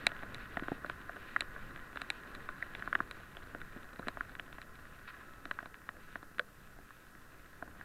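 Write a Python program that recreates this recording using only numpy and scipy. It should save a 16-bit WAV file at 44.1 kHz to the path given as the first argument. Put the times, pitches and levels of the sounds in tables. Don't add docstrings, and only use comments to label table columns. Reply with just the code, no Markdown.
import sys
import numpy as np
from scipy import signal
from scipy.fft import rfft, irfft
from scipy.io import wavfile
from scipy.ndimage import uniform_filter1d

SR = 44100
rng = np.random.default_rng(int(sys.argv[2]) if len(sys.argv) > 2 else 0)


def wav_out(sig):
    wavfile.write(sys.argv[1], SR, np.round(np.clip(np.atleast_2d(sig).T, -1, 1) * 32767).astype(np.int16))


N = 345744
T = np.arange(N) / SR

# frequency_hz, density_db
HISS_SPECTRUM = [(300, 1.5), (5000, 0), (9000, -0.5), (14500, 0), (15700, -7.5)]
# frequency_hz, mean_level_db (rms)
CIRCUIT_TONES = [(11861.1, -89), (11906.6, -88), (11952.1, -91), (12042, -99)]
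# time_s, level_db (rms of the fundamental)
WHINE_LEVEL = [(0, -84), (3.5, -74), (4.9, -71), (6.5, -70), (7.3, -74), (7.84, -80)]
# time_s, rush_db, buffeting_db
AIR_STREAM = [(0.0, -50.5, -59.5), (0.55, -53, -57), (2.84, -53.5, -59.5), (3.25, -57, -61),
              (4.13, -55.5, -57), (4.37, -58, -61), (6.13, -60.5, -62.5), (6.57, -63, -65),
              (7.49, -62, -62.5), (7.84, -58, -61.5)]
# frequency_hz, density_db
BUFFET_SPECTRUM = [(3, 5.5), (10, 8), (20, 3.5), (45, -3), (100, -5.5), (200, -9), (300, -15.5), (500, -20),
                   (850, -25), (1100, -31), (1600, -90)]
# frequency_hz, density_db
RUSH_SKIRT = [(1900, -2.5), (2170, -6), (2560, -4), (3390, -15.5), (3700, -11.5), (3950, -13.5),
              (4430, -19), (6000, -32), (7000, -50)]
# peak_s, rise_s, fall_s, level_over_rush_db
SPRAY_SHEETS = [(.4, 0.0084, 0.021, 4), (5.08, 0.004, 0.038, 10.5), (5.14, .008, 0.026, 8),
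                (5.21, 0.029, 0.042, 6.5)]
# frequency_hz, level_db, t60_s
SHELL_MODES = [(1040, -4.5, 0.029), (1170, -6, 0.015), (1329, 0, 0.0072), (1478, 1.5, 0.014),
               (1666, 1, 0.016), (1880, -2.5, 0.02), (2010, -10.5, 0.01)]
MOUNT_MODES = [(197, -5, 0.021), (276, -3, 0.042), (353, -4.5, 0.029)]
LID_MODES = [(503, -3.5, 0.086), (586, -3, 0.053), (685, 0.5, 0.03), (814, 3, 0.015)]
EDGE_MODES = [(2280, -2, 0.0092), (2606, -3, 0.0076), (2970, -5, 0.0087), (3440, -7, 0.0099)]
CAVITY_MODES = [(3624, -4, 0.012), (3965, 3, 0.014), (4790, -14.5, 0.01)]
SPLASH_MODES = [(5660, 3.5, 0.0094), (7000, 2, 0.0054), (7800, 8, 0.0045), (10070, 8.5, 0.004),
                (12400, -9, 0.0037)]
BLOW_RISE = {"shell": 0.001694, "mount": 0.003, "lid": 0.00279, "edge": 0.001173, "cavity": 0.00079,
             "splash": 0.000414}
# start_s, shell_db, struck_spot_hz, mount_thud_db,
# lid_knock_db, lid_pitch_hz, edge_click_db, cavity_ring_db
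BIG_DROPS = [(.0672, -29, 2040, -43, -36, 740, -27.5, -28.5), (.117, -44, 1750, -65, -53, 664, -57, -70),
             (.2314, -44.5, 1390, -56, -48.5, 700, -63, -78), (.3449, -50, 1620, -60, -64, 650, -51, -48.5),
             (.57, -35, 1730, -41.5, -38.5, 735, -52.5, -62), (.5951, -43, 1540, -56, -70, 650, -55, -64),
             (.622, -50, 1550, -40.5, -54, 610, -73, -79), (.6338, -48, 1400, -62, -64, 670, -63, -73),
             (.6825, -38.5, 1260, -42.5, -45, 620, -56, -66),
             (.7171, -48, 1370, -33.5, -39.5, 670, -81, -78),
             (.8451, -38.5, 1370, -49, -46.5, 584, -86, -79),
             (.8972, -36.5, 1320, -49, -49.5, 610, -47, -56),
             (1.0934, -41.5, 1420, -59, -46.5, 665, -69, -71),
             (1.1659, -47.5, 1510, -59, -54, 604, -64, -77), (1.3623, -26.5, 1620, -53, -45, 800, -53, -63),
             (1.4068, -40, 2000, -55, -49, 670, -38.5, -37), (1.4199, -42, 1470, -51, -61, 480, -56, -68),
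             (1.5619, -45, 1390, -62, -55, 610, -74, -78), (1.7604, -47.5, 1640, -65, -61, 660, -57, -66),
             (1.9581, -45, 1380, -54, -54, 610, -75, -62), (1.9717, -40, 1510, -65, -56, 760, -50.5, -62),
             (2.0167, -40, 1440, -55, -52, 695, -46.5, -47.5),
             (2.102, -39.5, 2060, -53, -47.5, 810, -36, -37),
             (2.3499, -47, 1560, -75, -69, 680, -59, -54.5), (2.4887, -38, 1500, -63, -55, 620, -55.5, -61),
             (2.6249, -34.5, 1850, -71, -54, 680, -61, -65), (2.7499, -46, 1660, -63, -55, 700, -48, -56),
             (2.8229, -39, 1610, -58, -60, 657, -59, -73), (2.8752, -37, 1430, -52, -50.5, 705, -63, -76),
             (2.928, -30, 1470, -59, -49, 634, -51, -63),
             (2.9515, -26.5, 1530, -46, -43.5, 790, -42.5, -54.5),
             (3.0033, -30.5, 1290, -42.5, -47.5, 670, -65, -77),
             (3.1109, -46.5, 1580, -70, -57, 510, -49.5, -51),
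             (3.3685, -50.5, 1560, -58, -53.5, 693, -51, -61),
             (3.5476, -43, 1460, -47, -48.5, 595, -61.5, -72),
             (3.6151, -46, 1650, -57, -70, 650, -58.5, -62.5), (3.7619, -55, 1390, -47, -57, 580, -78, -79),
             (3.9933, -47.5, 1130, -42.5, -48, 590, -62, -62.5),
             (4.0281, -47.5, 1280, -63, -62, 550, -83, -82), (4.0703, -44.5, 1300, -43, -49, 574, -61, -81),
             (4.0831, -36.5, 1340, -46.5, -45, 655, -46, -46),
             (4.1708, -42.5, 1330, -53, -48, 736, -67, -77), (4.2076, -33.5, 1520, -52, -57, 630, -60, -75),
             (4.3515, -46.5, 1550, -70, -62, 650, -57, -62), (4.3959, -41.5, 1580, -58, -55, 667, -45, -56),
             (4.527, -52, 1550, -66, -63, 650, -58, -65), (4.5827, -48.5, 1740, -58, -53.5, 700, -63, -81),
             (4.6161, -51, 1930, -69, -69, 650, -57.5, -57.5),
             (4.755, -64, 1700, -75, -72, 650, -64, -64.5), (5.454, -44, 1440, -50, -54.5, 660, -55.5, -57),
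             (5.5113, -33.5, 1620, -54, -50, 634, -46, -55), (5.5881, -37.5, 1560, -68, -65, 630, -61, -70),
             (5.6031, -51, 1540, -61, -61, 680, -68, -80), (5.6272, -52, 1590, -51.5, -52, 696, -68, -80),
             (5.6575, -47.5, 1360, -56, -55.5, 610, -60.5, -64.5),
             (5.7423, -50.5, 1600, -80, -77, 650, -58, -68), (5.8896, -39, 1510, -57, -54.5, 640, -55, -64),
             (5.9674, -58, 1420, -61, -59, 536, -73, -80), (6.1558, -39, 1540, -50, -49, 710, -59.5, -72),
             (6.2281, -50.5, 1320, -58, -58, 667, -69, -73), (6.3827, -45, 1690, -55, -65, 600, -56, -62),
             (6.3942, -29.5, 1580, -59, -40.5, 570, -41.5, -48),
             (6.787, -59, 1600, -55, -57.5, 740, -81, -84), (6.906, -51, 1520, -76, -80, 650, -74, -81),
             (7.1507, -55.5, 1640, -58, -68, 680, -72, -76), (7.6244, -42, 1320, -48.5, -45, 620, -70, -77),
             (7.677, -53.5, 1400, -62, -64, 650, -79, -82), (7.8106, -46, 1500, -63, -61, 710, -75, -82)]

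HISS_DB = -69.5
WHINE_HZ, WHINE_WOBBLE_HZ = 1302, 3.5
ROAR_DB, ROAR_FOLLOWS = -61, 0.71
RUSH_SHARPEN = 0.93
LID_WIDTH_HZ = 93
CRISP_SPREAD_HZ, SPREAD_HZ_PER_DB, DULL_SPREAD_HZ = 570, 8.5, 180
SPLASH_DB, SPLASH_FADE = -12.5, 0.39
TOP_HZ = 15800


def undb(db):
    return 10 ** (np.asarray(db) / 20)


def unit(x):
    return x / np.sqrt(np.mean(x ** 2))


def curves(table):
    time_s, *columns = np.transpose(table)
    return [np.interp(T, time_s, column) for column in columns]


def walk(rate_hz):
    hold = int(SR / rate_hz)
    steps = np.repeat(rng.standard_normal(N // hold + 1), hold)
    smooth = uniform_filter1d(uniform_filter1d(steps, hold), hold)[:N]
    return (smooth - smooth.mean()) / smooth.std()


def coloured(points, lo_hz=1.2, hi_hz=20100.0):
    hz, db = np.transpose(points)
    f = np.maximum(np.arange(N // 2 + 1) * SR / N, .1)
    gain = undb(np.interp(np.log(f), np.log(hz), db))
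    gain = gain / (1 + (lo_hz / f) ** 8) / (1 + (f / hi_hz) ** 8)
    return irfft(rfft(rng.standard_normal(N)) * gain, N)


def electronics():
    tones = 0
    for hz, db in CIRCUIT_TONES:
        level = undb(db + 1.5 * walk(5))
        tones = tones + level * np.sin(2 * np.pi * (hz * T + rng.random()))
    hiss = undb(HISS_DB) * unit(coloured(HISS_SPECTRUM, lo_hz=300))
    return hiss + np.sqrt(2) * tones


def whine():
    level_db, = curves(WHINE_LEVEL)
    phase = 2 * np.pi * np.cumsum(WHINE_HZ + WHINE_WOBBLE_HZ * walk(1.5)) / SR
    tone = np.sin(phase) + undb(-15) * np.sin(2 * phase)
    return np.sqrt(2) * undb(level_db + 2.5 * walk(3.84)) * tone


def wind(buffet_db, roar_db):
    rumble = undb(1.55 * walk(5)) * unit(coloured(BUFFET_SPECTRUM, hi_hz=246))
    roar = undb(1.05 * walk(12)) * unit(coloured(BUFFET_SPECTRUM, lo_hz=223))
    return undb(buffet_db + 5.5) * rumble + undb(roar_db) * roar


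def spray_sheets():
    sheets_db = 0
    for peak, rise, fall, db in SPRAY_SHEETS:
        distance = np.where(T < peak, (peak - T) / rise, (T - peak) / fall)
        sheets_db = sheets_db + db * np.exp(-distance ** 2)
    return sheets_db * (1 + 0.14 * walk(160))


def rush(rush_db):
    body, gust = 0, walk(6)
    for hz, db, t60 in SHELL_MODES:
        peak = signal.iirpeak(hz, hz * t60 * RUSH_SHARPEN / 2.36, SR)
        once = signal.lfilter(*peak, rng.standard_normal(N))
        mode = signal.lfilter(*peak, once)
        body = body + undb(db + 0.12 * gust + 0.49 * walk(25)) * unit(mode)
    skirt_level = undb(1.2 * gust + 2.4 * walk(30))
    skirt = skirt_level * unit(coloured(RUSH_SKIRT, lo_hz=1910, hi_hz=5950))
    return undb(rush_db + spray_sheets()) * (undb(-0.85) * unit(body) + undb(-12.0) * skirt)


def toward(modes, spot_hz, width_hz):
    return -6 * ((np.array(modes)[:, 0] - spot_hz) / width_hz) ** 2


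def rings(modes, lean_db, rise_s, scatter_db=3.0, turn=1.0):
    hz, db, t60 = np.transpose(modes)
    t = np.arange(SR // 16) / SR
    size, slip = rng.standard_normal((len(lean_db), 2, len(hz))).transpose(1, 0, 2)
    gain = undb(db + lean_db + scatter_db * size) * np.exp(1j * turn * slip)
    oscillation = np.outer(2j * np.pi * hz, t - rise_s)
    loss = np.outer(np.log(1000) / t60, np.maximum(t - rise_s, 0))
    decay = np.exp(oscillation - loss)
    push = np.sin(np.pi / 2 * np.clip(t / rise_s, 0, 1)) ** 2
    out = (gain.real @ decay.imag + gain.imag @ decay.real) * push
    return out / np.sqrt(np.mean(out[:, :SR // 100] ** 2, axis=1, keepdims=True))


def droplets(rush_db, count=300):
    spot, lid, *chance = rng.standard_normal((count, 6)).T
    start, big = rng.uniform(0, 1, (count, 2)).T
    start_s = start * N / SR
    air_db = rush_db[(start_s * SR).astype(int)]
    size_db = air_db - 5.5 - 2.34 * np.log(1 - .97 * big)
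    part_db = np.array([[-11], [-13], [-15], [-20]])
    mount, knock, *upper = size_db + part_db + 5.7 * np.minimum(chance, 1.6)
    return taps(np.transpose([start_s, size_db, 1520 + 130 * spot, mount, knock, 640 + 60 * lid, *upper]))


def taps(table):
    columns = np.transpose(table)[:, :, None]
    start_s, shell_db, spot_hz, mount_db, lid_db, lid_hz, edge_db, cavity_db = columns
    even = np.zeros_like(start_s)
    spread_hz = CRISP_SPREAD_HZ + SPREAD_HZ_PER_DB * (edge_db - shell_db)
    spread_hz = np.clip(spread_hz, DULL_SPREAD_HZ, CRISP_SPREAD_HZ)
    splash_db = cavity_db + SPLASH_DB + SPLASH_FADE * np.minimum(cavity_db - edge_db, 0)
    port_db = np.clip(1.26 * (cavity_db - edge_db), -16, 0) * [0, 1, 1]
    notch_db = -(12.5 + port_db[:, 1:2]) * [0, 0.47, 1.0, 0.52]
    shell_lean_db = toward(SHELL_MODES, spot_hz, spread_hz)
    lid_lean_db = toward(LID_MODES, lid_hz, LID_WIDTH_HZ)
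    sound = (undb(shell_db) * rings(SHELL_MODES, shell_lean_db, BLOW_RISE["shell"])
             + undb(mount_db) * rings(MOUNT_MODES, even, BLOW_RISE["mount"])
             + undb(lid_db) * rings(LID_MODES, lid_lean_db, BLOW_RISE["lid"])
             + undb(edge_db) * rings(EDGE_MODES, notch_db, BLOW_RISE["edge"])
             + undb(cavity_db) * rings(CAVITY_MODES, port_db, BLOW_RISE["cavity"])
             + undb(splash_db) * rings(SPLASH_MODES, even, BLOW_RISE["splash"]))
    out = np.zeros(N + sound.shape[1])
    for start, tap in zip((start_s[:, 0] * SR).astype(int), sound):
        out[start:start + len(tap)] += tap
    return out[:N]


def scene():
    rush_db, buffet_db = curves(AIR_STREAM)
    roar_db = ROAR_DB + ROAR_FOLLOWS * (rush_db + 56)
    background = electronics() + whine()
    air = wind(buffet_db, roar_db) + rush(rush_db)
    rain = droplets(rush_db) + taps(BIG_DROPS)
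    return (background + air + rain)[None]


def record(dry):
    lowpass = signal.ellip(10, .2, 60, TOP_HZ, fs=SR, output="sos")
    return signal.sosfilt(lowpass, dry)


dry = scene()
out = record(dry)
wav_out(out)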